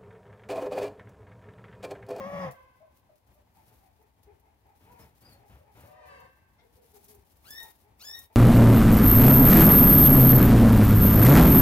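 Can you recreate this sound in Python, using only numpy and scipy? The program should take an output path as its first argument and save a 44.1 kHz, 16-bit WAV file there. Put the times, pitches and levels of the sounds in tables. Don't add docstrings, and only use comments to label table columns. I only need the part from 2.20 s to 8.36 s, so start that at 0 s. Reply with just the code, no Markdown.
import sys
import numpy as np
from scipy import signal
from scipy.fft import rfft, irfft, next_fast_len
from scipy.io import wavfile

SR = 44100
rng = np.random.default_rng(int(sys.argv[2]) if len(sys.argv) > 2 else 0)


def waveform_to_disk(signal):
    frames = np.transpose(np.atleast_2d(signal))
    scaled = np.clip(frames, -1, 1) * 32767
    samples = np.round(scaled).astype(np.int16)
    wavfile.write(sys.argv[1], SR, samples)


N = 271634
TIME = np.arange(N) / SR


def amp(db):
    return 10 ** (np.asarray(db) / 20)


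def unit(x):
    return x / np.sqrt(np.mean(x ** 2) + 1e-20)


def value_at(points, hz):
    f, value = np.transpose(points)
    return np.interp(np.log(hz + 1), np.log(f + 1), value)


def colour(x, points):
    size = x.shape[-1]
    full = next_fast_len(size, True)
    gain = amp(value_at(points, np.fft.rfftfreq(full, 1 / SR)))
    return unit(irfft(rfft(x, full) * gain, full)[..., :size])


def wander(size, rate_hz):
    full = next_fast_len(size + SR // 2, True)
    f = np.fft.rfftfreq(full, 1 / SR)
    return unit(irfft(rfft(rng.standard_normal(full)) / (1 + (f / rate_hz) ** 4), full))[:size]


def contours(rows):
    times, *columns = np.transpose(rows)
    t = np.arange(max(times[0], 0), times[-1], 1 / SR)
    return [t[0]] + [np.interp(t, times, column) for column in columns]


def phase_of(hz, jitter, rate_hz):
    return 2 * np.pi * np.cumsum(hz * (1 + jitter * wander(len(hz), rate_hz))) / SR


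def placed(onset, sound):
    faded = sound * signal.windows.tukey(len(sound), .04)
    return np.concatenate([np.zeros(max(round(onset * SR), 0)), faded, np.zeros(N)])[:N]


def pair(a, b, coherence, left_db):
    right = coherence * a + np.sqrt(1 - coherence ** 2) * b
    return np.array([a * amp(left_db / 2), right * amp(-left_db / 2)])


def swells(rows, attack_s, arch_db, release_s):
    power = np.zeros(N)
    for onset, length, db in rows:
        age = TIME - onset
        sag_db = arch_db * (2 * np.clip(age / length, 0, 1) - 1) ** 2
        attack = np.clip(age / attack_s, 0, 1) ** 2
        release = np.exp(-np.maximum(age - length, 0) / release_s)
        power += (amp(db - sag_db) * attack * release) ** 2
    return np.sqrt(power)


# f/Hz, T60/s
SHED_T60 = [(150, 0.099), (500, 0.29), (1000, 0.19), (3000, 0.25), (8000, 0.052), (15000, 0.015)]


def shed(x, wet_db, left_db):
    t = np.arange(SR // 2) / SR
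    reflections = rng.standard_normal((2, len(t))) * (rng.random((2, len(t))) < .1) * (t > .002)
    hz, age, spectra = signal.stft(reflections, SR, nperseg=256)
    decay = amp(-60 * age / value_at(SHED_T60, hz)[:, None])
    tail = signal.istft(spectra * decay, SR, nperseg=256)[1]
    tail /= np.linalg.norm(tail, axis=1, keepdims=True)
    wet = signal.fftconvolve(x[None], tail, axes=1)[:, :N]
    return (x + amp(wet_db) * wet) / np.hypot(1, amp(wet_db)) * amp([[left_db / 2], [-left_db / 2]])


# f/Hz, relative level/dB
YARD_SPECTRUM = [(150, -51), (520, -9), (1050, 2), (1600, 9), (2200, 6.5), (3300, 6.5), (5000, -2),
                 (9000, -33)]


def yard(x, db, t60_s=1.3, build_s=0.095):
    t = np.arange(round(1.2 * SR)) / SR
    envelope = amp(-60 * t / t60_s) * np.clip(t / build_s, 0, 1) ** 2
    tail = colour(rng.standard_normal((2, len(t))), YARD_SPECTRUM) * envelope
    return amp(db) * signal.fftconvolve(x[None], tail / np.linalg.norm(tail[0]), axes=1)[:, :N]


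# f/Hz, relative level/dB
AIR_SPECTRUM = [(20, -35), (40, -2.5), (65, 6), (95, 2), (150, -8), (280, -12), (520, -17.5), (880, -11),
                (1300, -29), (2000, -28), (4000, -38.5), (8000, -42.5), (16000, -38)]


def air(level_db=-66.5):
    common, other = colour(rng.standard_normal((2, N)), AIR_SPECTRUM)
    side = 0.45 * colour(other, [(120, -10.5), (500, -7), (1500, 6)])
    swell = amp(level_db + 1.8 * wander(N, rate_hz=13.0))
    return swell * np.array([common + side, common - side]) * amp([[1.5], [-1.5]])


# t/s, duration/s, relative level/dB
FOOTFALLS = [(1.46, 0.074, -62.5), (2.6, 0.14, -57.5), (2.785, 0.058, -51.5), (3.01, 0.14, -54.5),
             (3.29, 0.068, -53), (3.545, 0.11, -50.5), (3.85, 0.19, -61.5)]
# f/Hz, relative level/dB
THUD_SPECTRUM = [(20, -50), (35, -33), (60, 4), (110, 0.5), (200, -9.5), (350, -15.5), (800, -14.5),
                 (1400, -20.5), (2500, -23.5), (5000, -38), (12000, -53)]


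def steps(gain_db=-2):
    push = swells(FOOTFALLS, attack_s=0.0093, arch_db=1, release_s=0.053) * amp(gain_db)
    return pair(*colour(rng.standard_normal((2, N)), THUD_SPECTRUM), coherence=0.97, left_db=2.5) * push


# t/s, duration/s, relative level/dB
RUBS = [(0, 0.25, -69.5), (.305, 0.01, -50.5), (.735, 0.059, -71.5), (.95, 0.018, -69), (1.06, .13, -75),
        (1.33, 0.35, -70), (1.47, .05, -67.5), (1.7, .2, -82), (2.025, 0.022, -67), (2.545, 0.35, -69),
        (2.78, 0.079, -64.5), (2.945, 0.052, -65.5), (3.0, 0.19, -66.5), (3.25, 0.15, -67.5),
        (3.51, .21, -65.5), (3.85, 0.05, -69), (3.94, 0.25, -77.5), (4.44, 0.089, -74), (4.52, 0.065, -68),
        (4.61, 0.13, -66.5), (4.735, 0.088, -59.5), (4.822, 0.035, -58), (4.875, 0.052, -56),
        (4.93, 0.093, -67.5), (5.04, 0.6, -68), (5.62, .04, -71.5), (6.12, 0.068, -64.5)]
# f/Hz, relative density level/dB
FIZZ_SPECTRUM = [(20, -23), (800, -23), (2000, -14.5), (3500, -12), (5500, -4.5), (8000, -5.5), (11000, 1),
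                 (14000, 2), (16000, -1.5)]
# f/Hz, relative density level/dB
STALK_SPECTRUM = [(20, -27), (100, 0.5), (250, 7), (500, 0), (1000, -1.5), (1500, -9.5), (2500, -10.5),
                  (4000, -10.5), (8000, -25.5), (16000, -24)]


def straw(fizz_db=-1.5, rest_db=-83, body_db=-75.5, body_slope=0.48,
          grains_per_s=900, cracks_per_s=110, crack_s=0.0032):
    rub = np.hypot(swells(RUBS, attack_s=0.0084, arch_db=5, release_s=0.023), amp(rest_db))
    cracks = 0.48 * rng.random(N) * (rng.random(N) < cracks_per_s / SR)
    crackle = signal.lfilter([1], [1, -np.exp(-1 / (crack_s * SR))], cracks)
    rub_db = 20 * np.log10(rub * (1 + crackle)) + 2.47 * wander(N, rate_hz=24)
    grains = rng.standard_normal((2, N)) * (rng.random((2, N)) < grains_per_s / SR)
    drive = rng.standard_normal((2, N)) + 0.71 * unit(grains)
    fizz = pair(*colour(drive, FIZZ_SPECTRUM), coherence=0.072, left_db=4.5)
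    body = pair(*colour(drive, STALK_SPECTRUM), coherence=0.38, left_db=1)
    return fizz * amp(rub_db + fizz_db) + body * amp(body_db + body_slope * (rub_db - np.median(rub_db)))


# t/s, relative peak level/dB
STALK_BREAKS = [(0.3916, -70), (0.5671, -70), (1.1448, -62), (1.8257, -64.5), (2.198, -62), (2.4663, -69),
                (3.131, -58), (3.8846, -61), (4.0025, -56), (4.843, -48), (4.9485, -50.5), (5.3065, -35.5),
                (5.4304, -38.5), (5.9893, -37)]
# f/Hz, relative density level/dB
SNAP_SPECTRUM = [(100, 15), (1000, -15), (3500, -33), (6000, 6.5), (8500, -1), (11500, 11), (16000, 10)]


def snaps(gain_db=-2, decay_s=0.0097):
    bursts = np.zeros(N)
    for onset, db in STALK_BREAKS:
        age = TIME - onset
        bursts += amp(db + gain_db) * np.exp(-abs(age) / decay_s) * (age > 0)
    return pair(*colour(rng.standard_normal((2, N)), SNAP_SPECTRUM), coherence=0.24, left_db=0.5) * bursts


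# t/s, duration/s, top f/Hz, level/dB
BIRD_CHIRPS = [(0.203, .045, 5090, -64.5), (2.789, .05, 5350, -72), (3.018, .125, 4765, -62.5)]


def small_bird(octave_db=-14, bend_hz_per_s=4500, skew=0.71, flutter_db=4):
    out = np.zeros(N)
    for onset, length, top_hz, db in BIRD_CHIRPS:
        progress = np.linspace(0, 1, round(length * SR))
        hz = top_hz - bend_hz_per_s * length * (1 - np.sin(np.pi * progress ** skew))
        phase = phase_of(hz, jitter=0.015, rate_hz=130)
        envelope = amp(db + flutter_db * wander(len(hz), rate_hz=39)) * np.sin(np.pi * progress)
        out += placed(onset, envelope * unit(np.sin(phase) + amp(octave_db) * np.sin(2 * phase)))
    return shed(out, wet_db=-1.5, left_db=6)


# t/s, f/Hz, level/dB
SQUAWK_CONTOUR = [(4.38, 668, -74), (4.395, 709, -68), (4.42, 720, -86), (4.45, 673, -87)]
# f/Hz, relative level/dB
SQUAWK_FORMANTS = [(700, -2), (1400, -8), (2100, 5), (2800, -23), (3500, 0.5), (4250, -9), (5300, -10),
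                   (7000, -12)]


def squawk():
    onset, hz, db = contours(SQUAWK_CONTOUR)
    phase = phase_of(hz, jitter=0.033, rate_hz=510)
    reed = unit(sum(amp(value_at(SQUAWK_FORMANTS, k * hz)) * np.cos(k * phase) for k in range(1, 10)))
    return shed(placed(onset, amp(db) * reed), wet_db=10, left_db=5.5)


# t/s, duration/s, top f/Hz, level/dB, second harmonic re first/dB
HEN_CLUCKS = [(0.603, 0.047, 634, -56.5, -31), (0.892, 0.027, 615, -59.5, -19),
              (1.151, 0.03, 584, -64.5, -15), (1.348, .095, 427.7, -65.5, 29),
              (1.509, 0.026, 444, -68.5, -3), (1.606, 0.099, 388, -68.5, 20),
              (1.787, 0.074, 442.6, -67.5, -2), (2.067, 0.061, 410, -59.5, -9), (2.22, 0.095, 424, -68, 12),
              (2.452, 0.1, 435, -65.5, 16), (2.651, 0.23, 467.5, -60.5, 6), (3.127, 0.056, 549, -67, -24),
              (3.19, 0.11, 422.6, -64.5, 8.5), (3.374, 0.052, 575, -63, -17), (3.438, 0.11, 426, -65.5, 11),
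              (4.417, .06, 471, -64.5, -12), (4.552, 0.12, 476.5, -65, -23), (4.729, 0.067, 426.3, -61, -5),
              (4.869, 0.13, 418, -64, -10), (5.406, 0.09, 452.3, -58, 13), (5.634, 0.079, 430.4, -68.5, 4),
              (5.888, 0.046, 432.3, -64.5, 10), (6.1, 0.035, 442, -61.5, 8.5)]
# f/Hz, relative level/dB
HUSK_SPECTRUM = [(200, -26), (420, -6.5), (560, -5.5), (720, 4), (900, -1.5), (1150, -17), (1900, -8),
                 (2500, -9.5), (3200, -36), (8000, -46)]


def hens(third_db=-19, pitch_arch=0.0487, husk_db=-7, husk_slope=0.42, skew=0.72):
    out = np.zeros(N)
    for onset, length, hz, db, second_db in HEN_CLUCKS:
        progress = np.linspace(0, 1, round(length * SR))
        effort = np.sin(np.pi * progress ** skew).clip(0)
        phase = phase_of(hz * (1 - pitch_arch * (1 - effort)), jitter=.04, rate_hz=110)
        overtones = np.sin(2 * phase) + amp(third_db) * np.sin(3 * phase)
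        note = unit(np.sin(phase) + amp(second_db) * overtones)
        breath = rng.standard_normal(len(phase)) * (1 + np.sin(phase))
        husk = amp(husk_db + husk_slope * min(second_db, 0)) * colour(breath, HUSK_SPECTRUM)
        out += placed(onset, amp(db) * (note + husk) * np.sqrt(effort))
    return shed(out, wet_db=-4, left_db=2.5)


# t/s, f/Hz, relative level/dB, spectral tilt/(dB per octave)
FAR_CONTOUR = [(3.62, 560.7, -61, -12), (3.69, 596, -53.5, -5), (3.77, 622.6, -57, -1.5),
               (3.84, 608.6, -52, 0), (3.94, 547.4, -55.5, 4.5), (4.05, 531, -57.5, 2),
               (4.11, 523, -66, -4)]
# f/Hz, relative level/dB
FAR_FORMANTS = [(200, -43), (420, -3.5), (560, 7), (750, -12), (1100, 0.5), (1350, -19), (1600, -5),
                (2100, -7), (2700, -21.5), (3800, -21), (4800, -26), (6500, -30), (10000, -30.5),
                (16000, -58)]
# f/Hz, nominal bandwidth/Hz, relative level/dB
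COOP_MODES = [(745.4, 17, -11.5), (976, 84, -13.5), (1130, 160, -10.5), (1554, 26, -12.5), (1784, 85, -20),
              (2010, 62, -20.5), (2671, 37, -20.5), (3030, 50, -31), (4740, 35, -32)]


def far_fowl(tone_db=-5, rasp_db=-10, rings_db=-1):
    onset, hz, level_db, tilt_db = contours(FAR_CONTOUR)
    phase = phase_of(hz, jitter=.013, rate_hz=100)
    gains = np.array([amp(value_at(FAR_FORMANTS, k * hz) + tilt_db * np.log2(k)) for k in range(1, 19)])
    gains /= np.linalg.norm(gains, axis=0)
    tone = sum(gain * np.cos(k * phase) for k, gain in enumerate(gains, 1))
    rasp = colour(rng.standard_normal(len(hz)), FAR_FORMANTS)
    voice = amp(tone_db) * unit(tone) + amp(tilt_db / 2 + rasp_db) * rasp
    for mode_hz, width_hz, db in COOP_MODES:
        resonator = signal.iirpeak(mode_hz, mode_hz / width_hz / 2, fs=SR)
        ring = unit(signal.lfilter(*resonator, signal.lfilter(*resonator, rasp)))
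        voice += ring * amp(db + rings_db + tilt_db * np.log2(mode_hz / hz))
    call = placed(onset, amp(level_db) * voice)
    return shed(call, wet_db=-2.0, left_db=2.5) + yard(call, db=-16.5)


# t/s, voice f/Hz, relative voice level/dB, growl f/Hz, growl level/dB
CROW_CONTOUR = [(0, 550.4, -38.5, 192, -35.5), (.03, 531.4, -42, 200.7, -59), (.07, 566.4, -41.5, 199, -40),
                (.11, 565.2, -45, 180.6, -65), (.138, 572.5, -40.5, 191, -40.5), (.2, 558, -40, 180, -45),
                (.24, 545.8, -39, 183.5, -38), (.285, 512, -44.5, 133.5, -44), (.34, 498.4, -74, 156, -63)]
# f/Hz, relative level/dB
CROW_FORMANTS = [(560, 4.5), (1120, -1.5), (1690, -18), (2250, -16.5), (2800, -25.5), (3350, -26),
                 (4000, -36), (4600, -31), (5100, -29), (6200, -32), (8000, -56)]
# f/Hz, relative level/dB
RASP_SPECTRUM = [(100, -2.5), (400, -10), (660, 2.5), (950, -2.5), (1220, 0.5), (1500, -17.5), (1850, -5),
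                 (2650, -20.5), (3600, -25.5), (4300, -38), (5100, -28), (6300, -30), (7500, -38),
                 (16000, -40)]


def rooster(tone_db=3, rasp_db=-5, rasp_rise_db_per_s=16, carry_s=0.26):
    onset, hz, level_db, slow_hz, growl_db = contours(CROW_CONTOUR)
    tiring_db = rasp_rise_db_per_s * np.arange(len(hz)) / SR
    phase = phase_of(hz, jitter=.006, rate_hz=90)
    tone = sum(amp(value_at(CROW_FORMANTS, k * hz)) * np.cos(k * phase + k * k) for k in range(1, 14))
    slow_membrane = np.cos(phase_of(slow_hz, jitter=.08, rate_hz=90))
    shake = placed(onset, slow_membrane)
    rasp = colour(rng.standard_normal(len(hz)) * (1 + np.cos(phase)), RASP_SPECTRUM)
    voice = placed(onset, amp(level_db + tone_db) * unit(tone)) * (1 + 0.07 * shake)
    hoarse = placed(onset, amp(level_db + rasp_db + tiring_db) * rasp) * (1 + 0.06 * shake)
    growl = placed(onset, amp(growl_db) * unit(slow_membrane))
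    carried = voice * amp(np.interp(TIME, [carry_s - .03, carry_s + 0.037], [-15, 4]))
    near = shed(voice + growl, wet_db=-17, left_db=4)
    return near + shed(hoarse, wet_db=-6.5, left_db=0.5) + yard(carried, db=-9.5)


# t/s, duration/s, relative tone level/dB, tilt/(dB per harmonic), hiss level/dB
GOOSE_CALLS = [(5.239, 0.28, -44.5, -6, -51.5), (5.793, 0.27, -48, -1, -50.5)]
# f/Hz, relative level/dB
GOOSE_FORMANTS = [(1100, -7), (1780, -9), (1860, -1), (2400, -1.5), (3590, -7.5), (3730, 3), (4200, 5.5),
                  (5100, -1.5), (5480, 5.5), (5640, -3.5), (6850, 2), (7200, -14), (7480, -36),
                  (11000, -18), (13000, -18)]


def goose_whistle(start_hz=1095, knee_hz=1712, top_hz=1861, knee_s=0.057, top_s=.168,
                  attack_s=0.079, swell_db=16.5, fade_from_s=0.17, fade_db_per_s=247, wheeze=0.183):
    out = np.zeros(N)
    for onset, length, db, tilt_db, _ in GOOSE_CALLS:
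        t = np.arange(0, length, 1 / SR)
        hz = np.interp(t, [0, knee_s, top_s], [start_hz, knee_hz, top_hz])
        jitter = .007 + wheeze * np.clip(1 - hz / knee_hz, 0, 1)
        phase = phase_of(hz, jitter, rate_hz=284)
        tone = sum(amp(value_at(GOOSE_FORMANTS, k * hz) + tilt_db * (k - 1)) * np.sin(k * phase)
                   for k in range(1, 8))
        rise_db = swell_db * np.minimum(t / attack_s - 1, 0)
        fade_db = fade_db_per_s * np.maximum(t - fade_from_s, 0)
        flutter_db = 2.5 * wander(len(t), rate_hz=116)
        out += placed(onset, np.sqrt(2) * amp(db + rise_db - fade_db + flutter_db) * tone)
    return shed(out, wet_db=-11, left_db=3)


# f/Hz, relative density level/dB
HISS_SPECTRUM = [(30, -12), (250, -2.5), (1000, -0.5), (1600, -10.5), (4000, -8.5), (8000, -7.5),
                 (11000, -1), (16000, 0.5)]


def goose_hiss(lead_s=0.039, stretch=1.096, flutter_db=1.5):
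    breaths = [(onset - lead_s, stretch * length, db) for onset, length, _, _, db in GOOSE_CALLS]
    flow = swells(breaths, attack_s=0.079, arch_db=5, release_s=0.017)
    hiss = pair(*colour(rng.standard_normal((2, N)), HISS_SPECTRUM), coherence=0.25, left_db=4.0)
    return hiss * flow * amp(flutter_db * wander(N, rate_hz=60))


def scene():
    birds = rooster() + far_fowl() + squawk() + hens() + small_bird() + goose_whistle() + goose_hiss()
    return birds + straw() + snaps() + steps() + air()


# f/Hz, phase/rad
PORT_LAG = [(50, 0.01), (180, 0.18), (550, 0.22), (1100, 1.65), (2000, 1.75), (4000, 1.6), (8000, 1.6),
            (16000, 0.12)]


def record(dry, bass_cut_hz=45, band_limit_hz=15850):
    lag = value_at(PORT_LAG, np.fft.rfftfreq(N, 1 / SR))
    right = irfft(rfft(dry[1]) * np.exp(-1j * lag), N)
    high_pass = signal.butter(3, bass_cut_hz, "high", fs=SR, output="sos")
    low_pass = signal.firwin(511, band_limit_hz, window=("kaiser", 9), fs=SR)
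    ports = signal.sosfilt(high_pass, [dry[0], right])
    return signal.oaconvolve(ports, low_pass[None], "same")


dry = scene()
out = record(dry)
waveform_to_disk(out)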